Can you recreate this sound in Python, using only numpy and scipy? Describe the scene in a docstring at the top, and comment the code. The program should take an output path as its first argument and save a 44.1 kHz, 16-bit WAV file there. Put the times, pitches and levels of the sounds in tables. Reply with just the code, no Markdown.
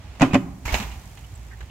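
"""Bicycle over a plastic ramp

A child coasts over a small ramp on a quiet driveway. Each wheel thumps the hollow plastic and slaps
it on the concrete. After a short flight the tyres land with a low boom, a gritty scrub and a chain
slap, and the bike rolls off with its freewheel ticking."""
import sys
import numpy as np
from scipy import signal
from scipy.fft import rfft, irfft
from scipy.io import wavfile
from scipy.ndimage import uniform_filter1d

SR = 44100
rng = np.random.default_rng(int(sys.argv[2]) if len(sys.argv) > 2 else 0)


def persist_wave(psi):
    """Save psi, clipped to +-1, as 16-bit WAV."""
    counts = np.round(np.clip(psi, -1, 1) * 32767).astype(np.int16)
    wavfile.write(sys.argv[1], SR, np.atleast_2d(counts).T)


N = 74970
TIME, FREQS = np.arange(N) / SR, np.fft.rfftfreq(N, 1 / SR)


def amp(db):
    """Decibels to gain."""
    return 10 ** (np.asarray(db) / 20)


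def unit(x):
    """Scale to unit rms."""
    return x / np.sqrt(np.mean(x ** 2) + 1e-20)


def read(points, hz):
    """Interpolate a table on a log-frequency axis."""
    table_hz, value = np.transpose(points)
    return np.interp(np.log(hz + 1), np.log(table_hz + 1), value)


def decay(start_s, t60_s, rise_s=.0003):
    """Linear rise, exponential fall."""
    age_s = np.maximum(TIME - start_s, 0)
    return np.minimum(age_s / rise_s, 1) * np.exp(-np.log(1000) * age_s / t60_s)


def drift(span_s):
    """Random wander, unit rms."""
    size = max(int(span_s * SR), 1)
    smoothed = uniform_filter1d(rng.standard_normal(N), size, mode="wrap")
    return unit(uniform_filter1d(smoothed, size, mode="wrap"))


def pair(gain):
    """Coloured noise at two microphones: alike in the bass, unlike in the treble."""
    # Each row: frequency in Hz, left-right correlation before clipping.
    likeness = [(30, 3), (150, .97), (300, 0.87), (650, 0.76), (1000, 0.63), (1600, 0), (2500, 0.64),
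                (3800, -0.16), (16000, 0)]
    correlation = np.clip(read(likeness, FREQS), -1, 1)
    a, b = rfft(rng.standard_normal((2, N)))
    mid, side = a * np.sqrt(1 + correlation), b * np.sqrt(1 - correlation)
    return unit(irfft(np.array([mid + side, mid - side]) * gain, N))


def noise(spectrum):
    """Unit-rms stereo noise shaped by rows of Hz, relative dB."""
    return pair(amp(read(spectrum, FREQS)))


def snap(start_s, push_s=.00044, gain_db=11):
    """Pressure spike of a hard contact: quick push, shallow pull."""
    u = 2 * np.maximum(TIME - start_s, 0) / push_s
    return amp(gain_db) * u * (2 - u) * np.exp(-u)


def air(level_db=-40, swell_db=.8):
    """Low air rumble and neighbourhood hiss, gently swelling."""
    # Each row: frequency in Hz, relative density in dB.
    spectrum = [(15, -48), (30, -37), (55, 6), (80, -1), (120, -4.5), (170, -15), (300, -25), (800, -32),
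                (2000, -32), (4500, -43.5), (7000, -39.5), (9500, -58.5), (16000, -67)]
    return amp(level_db + swell_db * drift(span_s=.05)) * noise(spectrum)


def rolling():
    """Tread hisses on the concrete and all but stops in flight."""
    # Each row: time in seconds, level in dB.
    levels = [(0, -51), (0.19, -50), (0.33, -46), (0.42, -99), (0.63, -61), (0.7, -31.5), (0.85, -40.5),
              (1.0, -51.5), (1.3, -55.5), (1.7, -55.5)]
    # Each row: frequency in Hz, relative density in dB.
    spectrum = [(60, 3.5), (250, 5.5), (450, -6.5), (800, 4.5), (1400, -5), (2200, -4.5), (3000, -5.5),
                (4500, -11), (7000, -18), (9500, -24), (16000, -33)]
    return amp(np.interp(TIME, *np.transpose(levels))) * noise(spectrum)


def chain(clash_db=1.0):
    """The chain slaps the frame; its links clash in short clusters."""
    # Each row: start in seconds, level in dB, t60 in seconds.
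    hits = [(0.153, -47, .05), (0.2, -34.5, 0.072), (0.68, -28, 0.042), (0.7429, -14, 0.03),
            (0.748, -23, 0.087), (0.783, -32, 0.078), (0.8, -30.5, 0.14), (0.826, -31, 0.07),
            (0.915, -43.5, 0.19), (1.174, -43.5, 0.11), (1.606, -42.5, 0.1), (1.6286, -43, 0.037)]
    # Each row: frequency in Hz, relative density in dB.
    spectrum = [(100, -12), (260, -1.5), (450, -8), (950, -2), (1450, -9.5), (2000, -3), (2800, -1.5),
                (3400, -9.5), (3900, -6.5), (5000, -19), (7000, -10.5), (9500, -28), (16000, -27)]
    power = sum((amp(db) * decay(start_s, t60_s)) ** 2 for start_s, db, t60_s in hits)
    snaps = sum(amp(db) * snap(start_s) for start_s, db, _ in hits)
    links = unit(noise(spectrum) * amp(clash_db * drift(span_s=.003)))
    return np.sqrt(power) * links - snaps


def ramp(thud_hz=183.6, thud_s=.013, thud_delay_s=.0031):
    """Each tyre thuds into the hollow ramp, which rocks, slaps the concrete and bottoms out."""
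    # Tyre meets lip. Each row: start in seconds, thud in dB, scuff in dB.
    touches = [(0.208, -8, -16.5), (0.332, -8, -18.5)]
    # Each row: start in seconds, ring in dB, clatter in dB, crack in dB, clatter t60 in seconds.
    blows = [(0.198, -45, -36, -28, 0.046), (0.2191, -17, -7.5, -9.5, 0.03),
             (0.225, -6, -14.5, -22.5, 0.15), (0.308, -29.5, -37, -60, 0.26),
             (0.3438, -13, -12, -14, 0.082), (0.3526, -9, -19.5, -32, 0.071)]
    # Each row: frequency in Hz, level in dB relative to the ring, t60 in seconds.
    modes = [(126.5, -15.5, .2), (160, -13.5, 0.091), (264.4, 4.5, 0.11), (317.6, -7, 0.078),
             (382, -17, 0.2), (568.6, -8.5, 0.083), (736, -5.5, 0.067), (823, -22.5, 0.076),
             (1048, -11.5, 0.052), (1430, -17.5, 0.041), (1535, -28.5, 0.047), (1750, -23, 0.086),
             (1952, -14, 0.046), (2514, -15.5, 0.058)]
    # Plastic clatter, crack on concrete. 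Each row: frequency in Hz, relative density in dB.
    clatter_spectrum = [(60, -5), (200, 4), (450, -2), (650, -0.5), (1050, -3.5), (1600, -8), (2600, -10),
                        (3300, -16.5), (4100, -23), (7000, -26), (8500, -33), (16000, -44.5)]
    crack_spectrum = [(200, 14), (1000, 1.5), (2600, 7.5), (4000, -31), (4700, -11), (7000, 7.5),
                      (8300, -36), (16000, -44)]
    clatter, crack = noise(clatter_spectrum), noise(crack_spectrum)
    out = np.zeros((2, N))
    clatter_power = np.zeros(N)
    for start_s, thud_db, scuff_db in touches:
        age_s = TIME - start_s - thud_delay_s
        push = np.sin(np.pi * np.clip(age_s / thud_s, 0, 1))
        out += amp(thud_db) * push * np.sin(2 * np.pi * thud_hz * age_s)
        clatter_power += (amp(scuff_db) * decay(start_s, t60_s=.13, rise_s=.0018)) ** 2
    for start_s, ring_db, clatter_db, crack_db, clatter_t60_s in blows:
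        for k, (hz, db, t60_s) in enumerate(modes):
            ring = decay(start_s, t60_s) * np.sin(2 * np.pi * hz * (TIME - start_s))
            out += (-1) ** k * amp(ring_db + db) * ring
        clatter_power += (amp(clatter_db) * decay(start_s, clatter_t60_s)) ** 2
        out += amp(crack_db) * (snap(start_s) + decay(start_s, t60_s=.01) * crack)
    return out + np.sqrt(clatter_power) * clatter


def buzzes():
    """Loose parts chatter briefly, each in one resonance."""
    # Each row: start in seconds, length in seconds, centre in Hz, half width in Hz, level in dB.
    bursts = [(0.311, 0.021, 2506, 74, -36.5), (0.677, 0.025, 2224, 130, -34),
              (0.785, 0.041, 214, 21, -37.5), (1.239, 0.015, 2980, 130, -52.5),
              (1.352, 0.012, 7650, 100, -47), (1.504, 0.047, 1760, 270, -49),
              (1.606, 0.014, 1670, 120, -43.5), (1.694, .014, 2860, 160, -45.5)]
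    out = np.zeros((2, N))
    for start_s, length_s, hz, half_width_hz, db in bursts:
        progress = np.clip((TIME - start_s) / length_s, 0, 1)
        swell = np.sqrt(np.abs(np.sin(np.pi * progress)))
        resonance = 1 / (1 + ((FREQS - hz) / half_width_hz) ** 2)
        out += amp(db) * swell * pair(resonance)
    return out


def landing(boom_hz=56.7, boom_rise_s=.011, grit_db=1.2):
    """The tyres squash on the concrete with a low boom and scrub over grit."""
    # Each row: start in seconds, boom in dB, scrub in dB, scrub t60 in seconds.
    touchdowns = [(0.652, -23, -30.5, .4), (0.7221, -16.5, -27, 0.51)]
    # Each row: frequency in Hz, relative density in dB.
    scrub_spectrum = [(60, -5), (200, -6), (450, -20), (950, -4.5), (1450, -11), (2500, -7), (3400, -20),
                      (5200, -16.5), (7000, -15), (9500, -30), (12500, -21), (16000, -29)]
    out = np.zeros((2, N))
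    for start_s, boom_db, scrub_db, t60_s in touchdowns:
        age_s = np.maximum(TIME - start_s, 0)
        squash = age_s / boom_rise_s * np.exp(1 - age_s / boom_rise_s)
        out -= amp(boom_db) * squash * np.cos(2 * np.pi * boom_hz * age_s)
        scrub = unit(noise(scrub_spectrum) * amp(grit_db * drift(span_s=.0019)))
        out += amp(scrub_db) * decay(start_s, t60_s, rise_s=.0035) * scrub
    return out


def freewheel(start_s=.8555, rate_hz=48.7, climb_hz_per_s=12, closest_s=.95, near_s=.35):
    """Pawls tick faster as the bike rolls downhill; spinning wheels fizz. Both fade with distance."""
    # Each row: frequency in Hz, relative density in dB.
    tick_spectrum = [(500, -24), (2500, -1), (5000, 3), (7500, 12), (9500, -1), (12500, 6), (16000, -13)]
    fizz_spectrum = [(1000, -21), (4000, 2), (7000, 4), (9500, 0.5), (13000, -2.5), (16000, -2)]
    tick_db, spread_db, fizz_db = -49, 2.2, -56  # at closest approach
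    age_s = np.maximum(TIME - start_s, 0)
    teeth = np.ceil(rate_hz * age_s + .5 * climb_hz_per_s * age_s ** 2)
    onsets_s = TIME[1:][np.diff(teeth) > 0]
    gains = amp(spread_db * rng.standard_normal(len(onsets_s)))
    envelope = sum(gain * decay(onset_s, t60_s=.022) for onset_s, gain in zip(onsets_s, gains))
    ticks = amp(tick_db) * envelope * noise(tick_spectrum)
    fizz = amp(fizz_db) * noise(fizz_spectrum)
    relative_distance = np.hypot(1, (TIME - closest_s) / near_s)
    return (ticks + fizz) / relative_distance


def yard(x, gap_s=.0097, build_s=.031):
    """A few reflections and a thin diffuse tail from cars and house fronts."""
    # Each row: frequency in Hz, tail gain in dB.
    colour = [(60, -3.5), (120, -13.5), (190, -2.5), (250, -21.5), (285, -33), (345, -8.5), (480, -24.5),
              (900, -15), (2500, -17), (7000, -13), (16000, -1)]
    # Each row: frequency in Hz, t60 in seconds.
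    decay_times = [(120, 0.63), (320, 0.74), (900, 0.91), (2500, 0.33), (8000, .4)]
    # Each row: delay in seconds, gain in dB.
    reflections = [(.021, -38), (.034, -27.5), (.058, -37)]
    hz, age_s, frames = signal.stft(pair(1), SR, nperseg=512)
    t60_s = read(decay_times, hz)[:, None]
    fall = np.exp(-np.log(1000) * age_s / t60_s)
    fall *= np.sqrt(2 * np.log(1000) / (t60_s * SR))  # unit energy
    frames *= fall * amp(read(colour, hz))[:, None]
    response = signal.istft(frames, SR, nperseg=512)[1][:, :N]
    response *= np.clip((TIME - gap_s) / build_s, 0, 1)
    for delay_s, db in reflections:
        response[:, round(delay_s * SR)] += amp(db)
    return signal.fftconvolve(x, response, axes=1)[:, :N]


def scene():
    """The bike and its yard echo, over tread hiss and outdoor air."""
    bike = ramp() + landing() + chain() + buzzes() + freewheel()
    return bike + yard(bike) + rolling() + air()


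def record(dry, cutoff_hz=15850):
    """Microphone pair leaning right, most in the upper mids; clip at full scale, then low-pass."""
    # Each row: frequency in Hz, left minus right in dB.
    balance = [(60, -3.5), (250, -1.5), (500, -1), (1000, 0), (2000, -5), (4000, -4.5), (8000, -1.5),
               (15000, 0.5)]
    tilt = amp(np.outer([.5, -.5], read(balance, FREQS)))
    heard = np.clip(irfft(rfft(dry) * tilt, N), -1, 1)
    lowpass = signal.firwin(511, cutoff_hz, window=("kaiser", 9), fs=SR)
    return signal.oaconvolve(heard, lowpass[None], "same")


dry = scene()
out = record(dry)
persist_wave(out)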